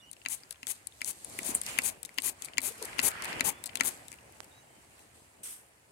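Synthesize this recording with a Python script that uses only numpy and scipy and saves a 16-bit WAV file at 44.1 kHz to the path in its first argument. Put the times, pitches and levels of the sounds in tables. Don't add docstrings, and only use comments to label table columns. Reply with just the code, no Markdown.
import sys
import numpy as np
from scipy import signal
from scipy.fft import rfft, irfft, next_fast_len
from scipy.io import wavfile
from scipy.ndimage import uniform_filter1d

SR = 44100
rng = np.random.default_rng(int(sys.argv[2]) if len(sys.argv) > 2 else 0)


def decibels_to_gain(level_db):
    exponent = np.asarray(level_db, float) / 20
    return 10 ** exponent


def generate_wav(signal):
    frames = np.transpose(np.atleast_2d(signal))
    scaled = np.clip(frames, -1, 1) * 32767
    pcm = np.round(scaled).astype(np.int16)
    wavfile.write(sys.argv[1], SR, pcm)


N = 260631
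SPACING = 21
TURN_S = 2.0

# time in seconds, tick peak in dB, wood knock peak in dB,
# chip pitch in Hz, lead of the first touch in seconds.
SNAPS = [
    (0.2596, -26, -14, 2440, 0.009),
    (0.6299, -32.5, -25, 2570, 0.00086),
    (1.016, -19.5, -16.5, 2300, 0.009),
    (1.389, -16, -19, 2340, 0.00089),
    (1.787, -9, -7, 2470, 0.0096),
    (2.1838, -16, -8.5, 2880, 0.0067),
    (2.581, -10, -8, 2300, 0.0095),
    (2.9909, -21, -7, 2560, 0.0087),
    (3.4074, -11.5, -5.5, 2300, 0.012),
    (3.808, -8.5, -5.5, 1966, 0.0086),
]
# low thump in dB, high ring in dB.
HOLDS = [
    (-10.5, -4.5),
    (1.5, -3),
    (-3, 0.5),
    (-1, -5),
    (-3.5, -9),
    (-5, -1),
    (-1.5, 0.5),
    (-1, -1.5),
    (1.5, -5),
    (-2, -7.5),
]
# time in seconds, tick peak in dB, knock peak in dB, chip pitch in Hz.
KNOCKS = [(0.1655, -72, -43.5, 2730), (0.2157, -63, -40.5, 2780), (0.4336, -46, -36.5, 4950),
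          (0.669, -18, -27, 3540), (.6705, -34, -35, 4800), (0.922, -61, -42, 3620),
          (2.277, -40, -27, 1980), (1.899, -25, -36, 2390), (0.544, -58, -46, 2600),
          (0.557, -50, -43, 3200), (0.6523, -60, -48, 2330), (0.193, -62, -58, 2250),
          (2.9298, -48, -30, 2300), (3.7319, -58.5, -42, 2400), (2.05, -23.5, -34, 3800),
          (2.091, -41, -34, 2130), (2.421, -20, -33.5, 3600), (2.484, -41, -32, 2300),
          (2.534, -45, -30, 2960), (2.8826, -51, -37, 2020), (2.999, -16.5, -20.5, 2520),
          (3.115, -28, -29.5, 2300), (3.245, -20.5, -27, 2300), (3.328, -34.5, -23, 1970),
          (3.5022, -20.5, -27, 2280), (3.6396, -19, -33.5, 3800), (3.6912, -38.5, -32.5, 2290),
          (3.694, -60, -30, 3100), (3.7546, -13, -17.5, 2600), (3.7714, -19, -26, 3400),
          (3.7964, -29, -49, 2400), (4.0822, -28, -39.5, 3700), (4.1172, -26.5, -37.5, 2400),
          (3.7997, -35, -28, 2390), (3.71, -55, -44, 2300), (4.1276, -29, -37, 2370),
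          (4.1346, -42, -40, 2480), (4.14, -33, -41, 2410), (4.1858, -58, -42, 2720),
          (4.432, -43, -45, 2960), (4.9923, -44, -46, 2540)]
# time in seconds, peak in dB.
DRY_TICKS = [(.1016, -53), (.1273, -42), (.1306, -30.5), (.134, -36), (.4935, -46), (.5066, -35.5),
             (.5077, -23.5), (.5095, -21), (.5178, -38), (.5212, -37), (.5243, -29), (.5271, -37),
             (.5299, -50), (1.6178, -34), (2.0302, -19), (2.055, -26.5), (2.0587, -26), (2.1425, -38),
             (2.2018, -26), (2.2105, -40), (2.2148, -42), (2.2982, -28), (2.316, -46), (2.4228, -24),
             (2.4472, -19.5), (2.4525, -25), (2.4569, -23), (2.4609, -38), (2.541, -39), (2.5754, -45),
             (2.6047, -30), (2.6205, -32), (2.7226, -33), (2.8257, -18.5), (2.849, -27), (2.8537, -19),
             (2.8575, -37), (2.9863, -21), (3.222, -19.5), (3.2392, -23), (3.2496, -29), (3.2537, -25),
             (3.3907, -50), (3.6586, -18.5), (3.663, -19), (3.6673, -24.5), (3.6709, -49), (3.674, -27),
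             (3.7576, -22), (3.8235, -28)]
# time in seconds, peak in dB.
GRIPS = [
    (0.2854, -19.5),
    (1.0455, -17.5),
    (1.4314, -20),
    (1.8195, -23),
    (2.2202, -19),
    (2.617, -21),
    (3.0156, -20),
    (3.8345, -21),
]
# time in seconds, peak in dB.
PINGS = [
    (.1132, -23.5),
    (0.8704, -19.5),
    (1.2461, -20),
    (1.6148, -14),
    (3.7545, -20),
]
# time in seconds, peak in dB.
FAR_TICKS = [(1.2965, -37), (1.2994, -34), (1.635, -28), (1.6638, -20.5), (2.7826, -41), (4.2988, -56),
             (4.3236, -40), (4.4441, -37), (4.73, -58), (5.34, -60.5), (5.7722, -53)]
# pitch in Hz, level in dB, 60 dB decay in seconds.
PERCH_MODES = [(263, -28.5, 0.055), (1076, -17, 0.013), (1426, -9, 0.0064), (2132, -4.5, 0.007),
               (3385, -15.5, 0.011), (4150, -12.5, 0.012), (4970, -12.5, 0.014), (6737, -11, 0.0067)]
# frequency in Hz, level in dB.
WOOD_TICK = [(1500, -39), (3000, -18), (4000, -10.5), (5600, -7), (7000, 1), (10000, 0.5), (14000, -11),
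             (16500, -19)]
# frequency in Hz, level in dB.
HORN = [(1500, -56.5), (3000, -20), (4500, -7), (6000, -11.5), (7500, -1), (9500, 0), (12000, -9.5),
        (16500, -32)]
# frequency in Hz, level in dB.
PING = [(2500, -40), (4000, -17), (5800, -26), (7500, -6), (9500, 0), (11000, -5), (13000, -26),
        (16500, -28)]
# frequency in Hz, share of left-right dB.
SHADE_FACING = [(1000, 0.15), (2000, 0.18), (2800, 1), (4500, 0.74), (6500, 0.51), (9000, 1), (14000, 0.73)]
# frequency in Hz, share of left-right dB.
SHADE_TURNED = [(1000, .5), (2000, 0.57), (2800, 1.5), (4500, 0.9), (6500, .55), (9000, 1.5), (14000, 2.5)]
# bite in seconds, full pressure in seconds, lift in seconds,
# hiss in dB, rumble through the perch in dB.
RASPS = [
    (0.298, 0.327, 0.35, -31.5, -60),
    (0.678, 0.714, 0.72, -30, -57.5),
    (1.058, 1.086, 1.112, -32, -55.5),
    (1.446, 1.468, 1.515, -31.5, -60),
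    (1.837, 1.856, 1.894, -26.5, -50),
    (2.234, 2.26, 2.296, -27, -49.5),
    (2.628, 2.66, 2.692, -29, -50),
    (3.031, 3.07, 3.086, -21.5, -41),
    (3.446, 3.486, 3.496, -24, -40.5),
    (3.846, 3.876, 3.89, -26, -45.5),
]
# frequency in Hz, level in dB.
GRAIN = [(800, -29.5), (1500, -22.5), (2200, -11.5), (3700, -13), (5600, -14), (6400, -4), (10000, 1.5),
         (12500, -6.5), (16000, -15.5)]
# frequency in Hz, level in dB.
TURNED_GRAIN = [(6000, 0), (9000, -2), (12000, 2.5), (16000, -0.5)]
# frequency in Hz, level in dB.
RUMBLE = [(45, -46), (68, -7), (130, -14.5), (300, -6.5), (900, -7.5), (1500, -13.5), (3000, -20.5)]
# frequency in Hz, level in dB.
FAR_EAR = [(200, -7.5), (1000, -8), (2500, -5.5), (4500, -14.5), (9000, -13.5), (15000, -65)]
# time in seconds, pitch in Hz, peak in dB, length in seconds.
BUMPS = [(1.385, 334, -40, 0.014), (1.412, 227, -40.5, 0.016), (1.488, 253, -31, 0.013),
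         (1.512, 268, -42, 0.015), (1.547, 205, -39.5, 0.019), (2.696, 462, -45.5, 0.035),
         (2.783, 453, -50, 0.029), (2.811, 438, -36, 0.021), (2.814, 956, -43.5, 0.02),
         (2.828, 380, -37, .012), (2.84, 418, -37.5, 0.01)]
# peak time in seconds, peak in dB, rise in seconds, fall in seconds.
DRAGS = [
    (1.68, -40, 0.038, 0.22),
    (1.76, -43, 0.14, 0.031),
    (3.29, -43, 0.051, 0.15),
]
# frequency in Hz, level in dB.
CLAW = [(1000, -26), (1800, -6), (2500, -0.5), (2900, 0), (3300, -12), (4000, -30)]
# frequency in Hz, level in dB.
PLUMES = [(1500, -20), (3000, -10), (4500, -17), (6000, -5), (7000, -6.5), (8500, 4.5), (12500, -9),
          (13600, -18), (16000, -22)]
# time in seconds, peak in dB, left-right in dB.
CRACKS = [
    (1.546, -20, 3),
    (1.55, -8, 0.5),
    (1.5563, -17.5, 8),
]
# frequency in Hz, level in dB.
TWIG = [(1500, -17), (3000, -14), (5500, -41), (7000, -3), (9500, 6.5), (12000, -10), (16000, -18)]
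# frequency in Hz, level in dB.
HOUSING = [(150, -11.5), (500, -1.5), (1000, 1.5), (3000, -5.5), (9000, -8), (15000, -30)]
# start in seconds, length in seconds, pitch in Hz, glide in Hz, level in dB.
CHIRPS = [(0.014, .052, 5740, 20, -75), (4.56, 0.075, 6230, 170, -79.5), (0, 0.013, 3580, 0, -68.5),
          (.006, .054, 2910, -70, -70), (.052, .052, 2930, 50, -67), (3.522, .028, 3400, 20, -71),
          (3.558, .062, 3470, 20, -73), (4.5, .11, 3830, 60, -76), (4.51, .03, 3660, -30, -76),
          (4.605, .035, 3000, -200, -77), (4.64, .16, 3150, -60, -84)]
# time in seconds, level in dB.
STIR = [(0, -62), (.9, -63), (1.2, -57.5), (1.52, -40.5), (1.62, -51), (1.83, -45), (2.0, -57.5),
        (2.24, -56), (2.4, -58.5), (2.85, -51), (3.02, -44.5), (3.12, -54), (3.38, -40.5), (3.57, -54.5),
        (3.735, -53), (3.84, -47.5), (4.05, -55), (5.91, -64)]
# peak time in seconds, peak in dB, rise in seconds, fall in seconds.
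RUSTLES = [(.37, -52, 0.21, 0.13), (.76, -51, 0.15, 0.054), (1.1, -43, 0.1, 0.036), (1.5, -39, 0.45, 0.075),
           (1.57, -44, 0.047, 0.054), (1.69, -34.5, 0.078, 0.11), (1.83, -45.5, 0.25, 0.12),
           (2.22, -52, 0.11, 0.16), (2.44, -45, 0.06, 0.062), (2.7, -41.5, 0.04, 0.091),
           (2.836, -42, 0.08, 0.13), (3.02, -50, 0.099, 0.6), (3.3, -44.5, 0.055, 0.042),
           (3.905, -43, 0.1, 0.13), (4.1, -57.5, 0.053, 0.11), (4.36, -65.5, 0.13, 0.34),
           (5.01, -59.5, 0.26, 0.082), (5.15, -60, 0.02, 0.23)]
# peak time in seconds, peak in dB, rise in seconds, fall in seconds.
SCUFFLES = [
    (.29, -58.5, 0.028, 0.34),
    (.7, -61, 0.051, 0.35),
    (1.56, -73, 0.06, 0.049),
    (1.68, -41, 0.016, 0.14),
    (2.44, -51, 0.091, 0.14),
    (2.86, -49.5, 0.17, 0.39),
    (3.03, -50, 0.077, 0.68),
    (3.3, -34.5, 0.39, 0.23),
    (3.834, -44.5, 0.063, 0.15),
    (5.45, -54, 0.015, 0.2),
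]
# frequency in Hz, level in dB.
FINE = [(1500, -26.5), (3500, -6.5), (5400, -5.5), (6500, -1), (8500, 3.5), (10500, -5), (13000, -15.5),
        (16000, -29.5)]
# frequency in Hz, level in dB.
COARSE = [(500, -9.5), (1000, 0.5), (2000, 3), (2800, -1.5), (3200, -6.5), (3800, -17), (5500, -15.5),
          (9000, -44.5)]
# frequency in Hz, level in dB.
WASH = [(60, -4), (160, -4), (220, -1.5), (450, -2.5), (680, 0), (1000, -4.5), (1500, -31.5), (2500, -39)]
# frequency in Hz, left-right likeness.
SAME = [(290, .72), (640, .05), (1400, -.25), (3100, -.08), (8000, .02)]
# frequency in Hz, left-right in dB.
LEAN = [(300, 3), (2000, -2.5), (4500, 4), (6300, -4.5), (9000, -1), (12000, 7)]
# time in seconds, level in dB.
DRONE = [
    (0.0, -71.5),
    (1.33, -70),
    (1.51, -65.5),
    (2.76, -71.5),
    (3.21, -62),
    (5.91, -75),
]
# frequency in Hz, level in dB.
BASS = [(20, -41.5), (40, -32), (62, 6.5), (80, 1.5), (100, 1.5), (125, 2.5), (200, -27)]
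# frequency in Hz, level in dB.
MIC = [(15, -40), (45, -3), (80, 0), (15800, 0), (16050, -26), (16750, -30), (16850, -90)]


def contacts():
    rows = []
    for (s, tick_db, knock_db, chip_hz, lead), hold in zip(SNAPS, HOLDS):
        rows.append((s, tick_db, knock_db, chip_hz, 18, WOOD_TICK, *hold))
        rows.append((s - lead, knock_db - 26, knock_db - 15, 2980, 10, WOOD_TICK, -3, -6))
    for knock in KNOCKS:
        rows.append((*knock, 18, WOOD_TICK, 0, 0))
    dry_contacts = [(PINGS, 17.5, PING), (DRY_TICKS, 17.5, HORN), (GRIPS, 17.5, HORN), (FAR_TICKS, 7, HORN)]
    for events, pan_db, colour in dry_contacts:
        for s, db in events:
            rows.append((s, db, db - 30.5, 2300, pan_db, colour, 0, 0))
    return rows


def bites():
    out, t = np.zeros((2, N)), np.arange(2400) / SR
    for s, tick_db, knock_db, chip_hz, pan_db, colour, thump_db, ring_db in contacts():
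        tick_t60 = 0.012 if colour is PING else 0.0015
        bite = peaked(beak_tick(t, colour, tick_t60), tick_db)
        knock = wood_knock(t, knock_db, chip_hz, thump_db, ring_db)
        add(bite, 0.0008, peaked(knock, knock_db))
        lag = np.clip(pan_db / 8, -1, 1) * SPACING / SR / 2
        shade = SHADE_FACING if s < TURN_S else SHADE_TURNED
        for ear, side in enumerate((1, -1)):
            away_db = min(side * pan_db, 0)
            shaded = coloured(bite, [(hz, away_db * share) for hz, share in shade])
            add(out[ear], s + abs(lag) - side * lag, shaded)
    return out


def beak_tick(t, colour, t60):
    decay = decibels_to_gain(-60 * t / t60) + decibels_to_gain(-15 - 60 * t / 0.014)
    return swept(coloured(rng.standard_normal(len(t)) * decay, colour))


def swept(x):
    hz = np.fft.rfftfreq(len(x), 1 / SR)
    late = 0.002 * (4000 / np.maximum(hz, 3500)) ** 2.4
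    phase = 2 * np.pi * np.cumsum(late) * hz[1]
    return irfft(rfft(x) * np.exp(-1j * phase), len(x))


def wood_knock(t, knock_db, chip_hz, thump_db, ring_db):
    hz, db, t60 = np.array(PERCH_MODES).T[:, :, None]
    level_spread, pitch_spread = rng.standard_normal((2, len(PERCH_MODES), 1))
    hold_db = thump_db * (hz < 500) + ring_db * ((hz > 3000) & (hz < 5800))
    decay = decibels_to_gain(db + hold_db + 1.5 * level_spread - 60 * t / t60)
    perch = decay * np.sin(2 * np.pi * hz * (1 + 0.025 * pitch_spread) * t)
    reach_db = np.clip(0.23 * (knock_db - 2.0), -14, 0)
    chip = decibels_to_gain(-60 * t / 0.005) * np.sin(2 * np.pi * chip_hz * t)
    knock = (chip + decibels_to_gain(reach_db) * perch.sum(0)) * np.minimum(t / 0.0011, 1)
    bounce = np.r_[np.zeros(130), knock[:-130]]
    return knock + 0.14 * bounce


def rasps():
    t, near = np.arange(N) / SR, np.zeros(N)
    sizes = decibels_to_gain(1.1 * np.minimum(rng.exponential(1, N), 4))
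    snaps = sizes * (rng.random(N) < 15000 / SR)
    fibres = signal.lfilter([1], [1, -0.92], snaps) * rng.standard_normal(N)
    hiss = evened(coloured(fibres, GRAIN))
    hiss = np.where(t < TURN_S, hiss, coloured(hiss, TURNED_GRAIN))
    rumble = evened(coloured(rng.standard_normal(N), RUMBLE))
    for bite, full, lift, hiss_db, rumble_db in RASPS:
        s = [bite - 0.009, bite, full, lift, lift + 0.008, lift + 0.008 + 0.03]
        press_db = np.interp(t, s, [-24, -6, 0, -3.5, -17, -30])
        stroke = np.clip(np.minimum(t - s[0], s[-1] - t) / 0.005, 0, 1)
        near += stroke * hiss * decibels_to_gain(hiss_db + press_db + 2.0)
        near += stroke * rumble * decibels_to_gain(rumble_db + 0.59 * press_db + 8.0)
    scatter = rng.standard_normal(300) * decibels_to_gain(-60 * np.arange(300) / SR / 0.025)
    paths = np.r_[np.zeros(SPACING), 0.5, scatter / np.linalg.norm(scatter)]
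    far = np.convolve(near, paths)[:N]
    return np.array([near, coloured(far, FAR_EAR)])


def aviary(x):
    at = np.arange(150, 9000, 20) + rng.integers(0, 20, (2, 443))
    echoes = rng.choice([-1., 1.], at.shape) * decibels_to_gain(-60 * at / SR / 0.049)
    taps = np.zeros((2, 9030))
    np.put_along_axis(taps, at, echoes, axis=1)
    taps = coloured(taps, [(3000, 0.5), (9000, -12.0), (15000, -10.5)])
    return signal.fftconvolve(x[None], taps / np.linalg.norm(taps[0]), axes=1)[:, :N]


def perch_bumps():
    out = np.zeros((2, N))
    for s, hz, db, length in BUMPS:
        t = np.arange(0, length, 1 / SR)
        waver = evened(uniform_filter1d(rng.standard_normal(len(t)), size=200))
        phase = 2 * np.pi * np.cumsum(hz * (1 + 0.08 * waver)) / SR
        bump = decibels_to_gain(db) * np.sin(phase) * np.hanning(len(t))
        add(out[0], s, bump)
        add(out[1], s, bump * decibels_to_gain(-5.0))
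    return out


def claw():
    return swells(DRAGS, -90) * diffuse(CLAW, (2000, 3200), patchy_db=2.5, grit_db=1.5)


def feathers():
    t, start = np.arange(N) / SR, 5.428
    s = np.cumsum([start, 0.0055, 0.095, 0.053, 0.29])
    level_db = -35.5 + np.interp(t, s, [-40, 0, -3, -14.5, -58])
    noise = diffuse(PLUMES, (6000, 11000), patchy_db=1.2, grit_db=1.1)
    return decibels_to_gain(level_db) * (t > start) * noise


def twig():
    out, t = np.zeros((2, N)), np.arange(3000) / SR
    envelope = np.minimum(t / 0.00058, 1) * (decibels_to_gain(-60 * t / 0.006) + decibels_to_gain(-17 - 60 * t / 0.09))
    for s, db, pan_db in CRACKS:
        for ear, side in enumerate((1, -1)):
            burst = coloured(rng.standard_normal(len(t)) * envelope, TWIG)
            add(out[ear], s, peaked(burst, db + min(side * pan_db, 0)))
    return out


def tap():
    out = np.zeros((2, N))
    out[1, round(4.4034 * SR)] = -decibels_to_gain(-46)
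    out[1, round(4.4044 * SR)] = decibels_to_gain(-4.5)
    return coloured(out, HOUSING)


def chirps():
    out = np.zeros(N)
    for s, length, hz, glide_hz, db in CHIRPS:
        t = np.arange(0, length, 1 / SR)
        flutter, waver = [drift(len(t)) for _ in range(2)]
        pitch = hz + glide_hz * t / length + 0.006 * hz * waver
        tone = np.sin(2 * np.pi * np.cumsum(pitch) / SR)
        level = 2 * decibels_to_gain(db + 1.5 * t / length + 3.0 * flutter)
        add(out, s, level * tone * signal.windows.tukey(len(t), 0.25))
    return out * decibels_to_gain(np.array([[-3], [2.5]])) + decibels_to_gain(-7) * aviary(out)


def drift(n):
    smooth = uniform_filter1d(rng.standard_normal(n), size=150)
    return evened(uniform_filter1d(smooth, size=150))


def surroundings():
    stir_db = np.interp(np.arange(N) / SR, *np.transpose(STIR))
    above_calm_db = stir_db + 60
    fine = swells(RUSTLES, -61 + 0.5 * above_calm_db)
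    coarse = swells(SCUFFLES, -59.5 + 0.8 * above_calm_db)
    rustle = fine * diffuse(FINE, (6000, 11000), patchy_db=1.2, grit_db=1.5)
    scuffle = coarse * diffuse(COARSE, (1200, 3200), patchy_db=1.5, grit_db=1.2)
    wash = decibels_to_gain(stir_db) * diffuse(WASH, (150, 900), patchy_db=2.0, grit_db=1.82)
    return rustle + scuffle + wash


def drone():
    s, db = np.transpose(DRONE)
    common, left, right = rng.standard_normal((3, N))
    noise = coloured(common + 0.17 * np.array([left, right]), BASS)
    return decibels_to_gain(np.interp(np.arange(N) / SR, s, db)) * evened(noise)


def swells(rows, rest_db):
    t, level = np.arange(N) / SR, decibels_to_gain(rest_db)
    for s, db, rise, fall in rows:
        level = level + decibels_to_gain(db - 20 * np.maximum((s - t) / rise, (t - s) / fall))
    return level


def diffuse(spectrum, band, patchy_db, grit_db):
    frames, hz = N // 128 + 5, np.fft.rfftfreq(512, 1 / SR)
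    a, b, c, d, patches = rng.standard_normal((frames, 257, 5)).T
    patches = uniform_filter1d(patches, size=8, axis=0)
    patches = evened(uniform_filter1d(patches, size=14, axis=1))
    same = np.clip(read(SAME, hz), -1, 1)[:, None]
    left = a + 1j * b
    z = np.array([left, same * left + np.sqrt(1 - same ** 2) * (c + 1j * d)])
    lean = read(LEAN, hz)
    balance_db = np.array([lean, 0 * lean])[:, :, None]
    z *= decibels_to_gain(read(spectrum, hz)[:, None] + balance_db + patchy_db * patches)
    inside = (hz > band[0]) & (hz < band[1])
    z /= np.sqrt(np.mean(abs(z[1, inside]) ** 2) * (band[1] - band[0]))
    x = signal.istft(z, nperseg=512, noverlap=384)[1][:, :N] * np.sqrt(SR / 768)
    grit = evened(uniform_filter1d(rng.exponential(1, N) ** 2, size=60) - 2)
    return x * decibels_to_gain(grit_db * grit)


def evened(x):
    return x / np.sqrt(np.mean(x ** 2) + 1e-20)


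def peaked(x, db):
    return decibels_to_gain(db) * x / abs(x).max()


def read(points, hz):
    f, value = np.transpose(points)
    return np.interp(np.log(hz + 1), np.log(f + 1), value)


def coloured(x, spectrum):
    n = x.shape[-1]
    size = next_fast_len(n + 512)
    gain = decibels_to_gain(read(spectrum, np.fft.rfftfreq(size, 1 / SR)))
    return irfft(rfft(x, size) * gain, size)[..., :n]


def add(mix, s, sound):
    part = mix[max(round(s * SR), 0):][:len(sound)]
    part += sound[:len(part)]


def scene():
    beak = bites() + rasps()
    bird = beak + decibels_to_gain(-20.5) * aviary(beak[0]) + perch_bumps() + claw() + feathers()
    return bird + twig() + tap() + chirps() + surroundings() + drone()


def low_pass(x):
    return signal.sosfilt(signal.butter(12, 16970, fs=SR, output="sos"), x)


def record(dry):
    heard = coloured(dry, MIC)
    return low_pass(heard)


dry = scene()
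out = record(dry)
generate_wav(out)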